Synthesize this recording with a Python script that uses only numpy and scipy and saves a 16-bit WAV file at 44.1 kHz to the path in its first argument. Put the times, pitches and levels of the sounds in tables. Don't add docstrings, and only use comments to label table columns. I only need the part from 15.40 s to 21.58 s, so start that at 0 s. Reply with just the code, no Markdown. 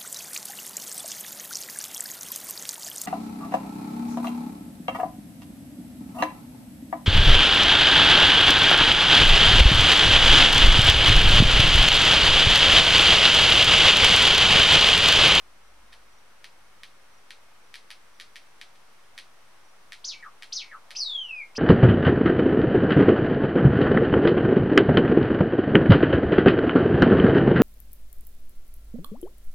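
import sys
import numpy as np
from scipy import signal
from scipy.fft import rfft, irfft, next_fast_len
from scipy.io import wavfile
from scipy.ndimage import uniform_filter1d

SR = 44100
rng = np.random.default_rng(int(sys.argv[2]) if len(sys.argv) > 2 else 0)


def unload_wav(signal):
    wavfile.write(
        sys.argv[1],
        SR,
        np.round(np.clip(np.atleast_2d(signal).T, -1, 1) * 32767).astype(np.int16),
    )


N = 272538


def gain_of(db):
    return 10 ** (np.asarray(db) / 20)


def curve_at(points, hz):
    point_hz, value = np.transpose(points)
    return np.interp(np.log(hz + 1), np.log(point_hz + 1), value)


def fader(points):
    return gain_of(np.interp(np.arange(N) / SR, *np.transpose(points)))


def add(mix, start_s, sound):
    part = mix[round(start_s * SR):][:len(sound)]
    part += sound[:len(part)]


# frequency in Hz, relative level in dB.
HISS_TONE = [(25, -7.5), (104, -7), (140, -10.5), (200, -8.5), (280, -9.5), (500, -7), (930, -3.5),
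             (1200, -3), (1840, -6.5), (2520, -9), (4400, -14), (5300, -14.5), (5750, -13.5), (6300, -16.5),
             (15800, -22.5)]
# frequency in Hz, left-right likeness from 0 (wide) to 1 (mono).
HISS_LIKENESS = [(60, 0.35), (150, 0.61), (380, 0.87), (950, 0.61), (2380, 0.12), (5980, 0.079),
                 (15000, 0.36)]
# time in seconds, boost in dB.
AIR_SWELL = [(0, .1), (2.75, -1), (3.35, 0.2), (5.2, .5), (5.58, 4.5), (6.0, 2)]


def hiss(level_db=-59):
    frames, hz = N // 512 + 5, np.fft.rfftfreq(2048, 1 / SR)
    a, b, c, d = rng.standard_normal((frames, 1025, 4)).T
    likeness = curve_at(HISS_LIKENESS, hz)[:, None]
    left = a + 1j * b
    right = likeness * left + np.sqrt(1 - likeness ** 2) * (c + 1j * d)
    spectra = np.array([left, right]) * gain_of(curve_at(HISS_TONE, hz))[:, None]
    noise = signal.istft(spectra, nperseg=2048, noverlap=1536)[1][:, :N]
    noise *= gain_of(level_db) / noise.mean(0).std()
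    low_mids = signal.sosfilt(signal.butter(2, [450, 1250], "bandpass", fs=SR, output="sos"), noise)
    return noise + low_mids * (fader(AIR_SWELL) - 1)


# frequency in Hz, RMS level in dB.
HUM_TONES = [(100.2, -84.5), (200, -85), (540.5, -80.5), (2160.7, -78), (5906, -84)]
# time in seconds, RMS level in dB.
DRONE_RIDE = [(0, -63.5), (.2, -69), (.4, -63), (.65, -68), (1.0, -82), (1.25, -68), (1.5, -77),
              (6.18, -86)]


def hum(drone_hz=49.7):
    t = np.arange(N) / SR
    tones = sum(gain_of(db) * np.sin(2 * np.pi * (hz * t + rng.random())) for hz, db in HUM_TONES)
    drone = fader(DRONE_RIDE) * np.sin(2 * np.pi * (drone_hz * t + rng.random()))
    return np.sqrt(2) * (tones + drone)


PEEP_LEVELS = [-75, -70, -76, -70.5, -74, -71, -78, -81, -70.5, -76, -74, -81]


def peeps(first_s=.22, every_s=.502, length_s=.078, slide_hz=(5860, 5700)):
    progress = np.arange(round(length_s * SR)) / (length_s * SR)
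    phase = 2 * np.pi * np.cumsum(np.interp(progress, [0, 1], slide_hz)) / SR
    peep = 2 * np.sin(2 * np.pi * progress) ** 2 * np.sin(phase)
    out = np.zeros(N)
    for n, db in enumerate(PEEP_LEVELS):
        add(out, first_s + n * every_s, gain_of(db) * peep)
    return out


# delay in milliseconds, left gain, right gain.
EARLY_ECHOES = [(.52, .24, .17), (.75, -.32, -.36), (1.63, .26, .35), (1.95, -.3, -.29), (2.93, -.24, -.21),
                (5.46, .18, .07), (7.78, .15, .13), (8.41, .15, .15), (11., .19, .15), (11.5, .19, .21),
                (12.45, .15, .13), (20.01, .17, .15)]
# frequency in Hz, seconds to fall by 60 dB.
ROOM_DECAY = [(1000, 0.14), (2600, 0.17), (5000, .21), (9000, 0.23), (14000, 0.045)]


def room(sound, direct_db, pan_db, tail_db=-2, mid_gain=.96):
    size = SR // 2
    taps = np.zeros((2, size))
    tap_at = np.arange(120, size - 12, 12) + rng.integers(0, 12, (2, (size - 121) // 12))
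    np.put_along_axis(taps, tap_at, rng.choice([-1., 1.], tap_at.shape), 1)
    mid, side = mid_gain * taps[0], np.sqrt(1 - mid_gain ** 2) * taps[1]
    hz, t, spectra = signal.stft(np.array([mid + side, mid - side]), SR, nperseg=128)
    decay = gain_of(-60 * t / curve_at(ROOM_DECAY, hz)[:, None])
    response = signal.istft(spectra * decay, SR, nperseg=128)[1][:, :size]
    response *= gain_of(tail_db) / np.linalg.norm(response[0])
    response[:, 0] = gain_of(direct_db)
    for ms, *gains in EARLY_ECHOES:
        response[:, round(ms * SR / 1000)] += gains
    pan = gain_of([[pan_db / 2], [-pan_db / 2]])
    return pan * signal.fftconvolve(sound[None], response, axes=1)[:, :N]


# base frequency in Hz, relative level in dB, seconds to fall by 60 dB.
BILL_MODES = [(3130, 14.5, 0.0011), (2190, 3.5, 0.0028), (3950, 0.5, 0.0024), (8980, -5, 0.0018),
              (13100, -25, .001)]
# start in seconds, dry peak level in dB, brightness in dB per octave,
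# milliseconds until the rebound (1 or less means none).
BILL_SNAPS = [(.5250, -43, 1, 1.6), (.5294, -37.5, -2, 1.6), (.5340, -41, 0, 5.8), (1.0438, -27.5, 0, 0),
              (1.4344, -26.5, .1, 0), (1.9068, -26.5, -.5, 0), (2.3419, -26, -3, 14.0),
              (2.5051, -27, 3.5, 8.6), (2.7999, -26, -1, 11.2), (2.9581, -28.5, -5, 6.7),
              (3.2141, -25.5, -2, 0), (3.358, -45.5, -4, -0.5), (3.7789, -25.5, -1, 9),
              (4.5220, -26, -15, 9.5), (5.024, -27.5, -9, 8.5), (5.5071, -28.5, 1, 7)]


def bill_clicks(low_cut_hz=1460, rebound_db=-1.6, rebound_tilt_db=2):
    t, tracks = np.arange(300) / SR, np.zeros((2, N))
    detunes = rng.uniform(1.0, 1.123, (len(BILL_SNAPS), 2, len(BILL_MODES)))
    low_cut = signal.butter(4, low_cut_hz, "highpass", fs=SR, output="sos")
    for n, (start_s, snap_db, snap_tilt_db, rebound_ms) in enumerate(BILL_SNAPS):
        hits = [(start_s, snap_db, snap_tilt_db)]
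        if rebound_ms > 1:
            hits.append((start_s + rebound_ms / 1000, snap_db + rebound_db, rebound_tilt_db))
        for m, (hit_s, peak_db, tilt_db) in enumerate(hits):
            ring = np.zeros(len(t))
            for (hz, db, t60), detune in zip(BILL_MODES, detunes[n, m]):
                mode_db = db + tilt_db * np.log2(hz / BILL_MODES[0][0])
                ring += gain_of(mode_db - 60 * t / t60) * np.sin(2 * np.pi * hz * detune * t)
            ring = signal.sosfilt(low_cut, ring)
            add(tracks[(n + m) % 2], hit_s - 8 / SR, gain_of(peak_db) * ring / abs(ring).max())
    return tracks


NOTE_CONTOURS = { "chirp": [(0, 2750, -8), (.002, 3300, -12), (.0045, 4250, 1), (.009, 5504, 1.5),
                 (.0135, 6750, -5), (.022, 6750, -17), (.031, 6400, -9.5), (.042, 5350, -1),
                 (.053, 4240, -4), (.066, 4000, -7), (.082, 3040, -11.5), (.097, 2425, -14),
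                 (.113, 2237, -20), (.138, 2295, -27), (.182, 2220, -26.5)], "drop": [(0, 2065, -5),
                 (.011, 1797, -5), (.026, 1444, 0), (.038, 1257, 1), (.051, 1140, -3), (.061, 1060, -10)],
                 "glide": [(0, 2347, -12), (.0075, 3156, -15), (.0095, 4120, -12.5), (.0165, 5130, 1),
                 (.0225, 6320, -13.5), (.0335, 5950, -9.5), (.0465, 5310, -3.5), (.0615, 4590, 1),
                 (.0815, 4300, -2), (.1015, 3930, -5.5), (.1695, 3468, -6.5), (.2295, 3246, -4),
                 (.2795, 3022, -9.5), (.33, 2800, -10), (.357, 2600, -10), (.43, 2450, -8),
                 (.452, 2370, -8.5), (.475, 2150, -13), (.488, 2140, -27), (.55, 2130, -36)]}
NOTE_TIMBRES = {"chirp": (-18, .003, -33, .85, .045, .45), "drop": (-30, .004, -31, .92, .002, .45),
                "glide": (-5, .008, -33, 0.1, .08, .02)}


def whistle(kind, note_db, tuning, stretch, flutter_hz=175.6, flutter_bend=.082):
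    contour_s, contour_hz, contour_db = np.transpose(NOTE_CONTOURS[kind])
    attack_db, hold_s, later_db, deepest, grow_s, end_depth = NOTE_TIMBRES[kind]
    t = np.arange(0, stretch * contour_s[-1], 1 / SR)
    hz, level_db = (uniform_filter1d(np.interp(t, stretch * contour_s, curve), size=60, mode="nearest")
                    for curve in (tuning * contour_hz, note_db + contour_db))
    octave_db = np.interp(t, [hold_s, hold_s + .0037], [attack_db, later_db])
    octave_db -= 18 * np.maximum(np.log2(hz / 4700), 0)
    depth = np.minimum(t / grow_s, 1) ** 2 * np.interp(t, [grow_s, t[-1]], [deepest, end_depth])
    flutter = depth * np.exp(2j * np.pi * (flutter_hz * t + rng.random()))
    vibrato, tremolo = 1 + flutter_bend * flutter.imag, 1 + flutter.real
    phase = 2 * np.pi * np.cumsum(hz * vibrato) / SR
    tone = np.sin(phase) + gain_of(octave_db) * np.sin(2 * phase)
    edge_fades = np.minimum(1, np.minimum(t, t[-1] - t) / .00064)
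    return np.sqrt(2) * gain_of(level_db) * tremolo * edge_fades * tone


# start in seconds, kind of note, level trim in dB, pitch factor, length factor.
SONG_NOTES = [(4.6415, "chirp", -34, 1.012, .98), (4.824, "drop", -45, 0.99, 1.01),
              (5.1216, "chirp", -32, .98, 1.02), (5.312, "drop", -45.5, 0.99, 0.96),
              (5.5504, "glide", -30, 1.001, 1.001), (6.1524, "glide", -31.5, 1.01, .95)]


def song():
    out = np.zeros(N)
    for start_s, *note in SONG_NOTES:
        add(out, start_s, whistle(*note))
    return out


def scene():
    dry_song = song()
    bill = sum(room(track, direct_db=.43, pan_db=.5) for track in bill_clicks())
    voice = room(dry_song, direct_db=-1.0, pan_db=.8)
    return bill + voice + hiss() + hum() + peeps()


# frequency in Hz, gain in dB.
MICROPHONE_EQ = [(6000, -0.47), (7300, -2.5), (9400, 1.5), (10700, -2.5), (13000, -4), (15800, -11)]


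def record(dry, high_cut_hz=15750, dc_offset=-.0029):
    size = next_fast_len(N + 512)
    eq = gain_of(curve_at(MICROPHONE_EQ, np.fft.rfftfreq(size, 1 / SR)))
    coloured = irfft(rfft(dry, size) * eq, size)[:, :N]
    high_cut = signal.firwin(511, high_cut_hz, window=("kaiser", 9), fs=SR)
    return signal.oaconvolve(coloured, high_cut[None], "same") + dc_offset


dry = scene()
out = record(dry)
unload_wav(out)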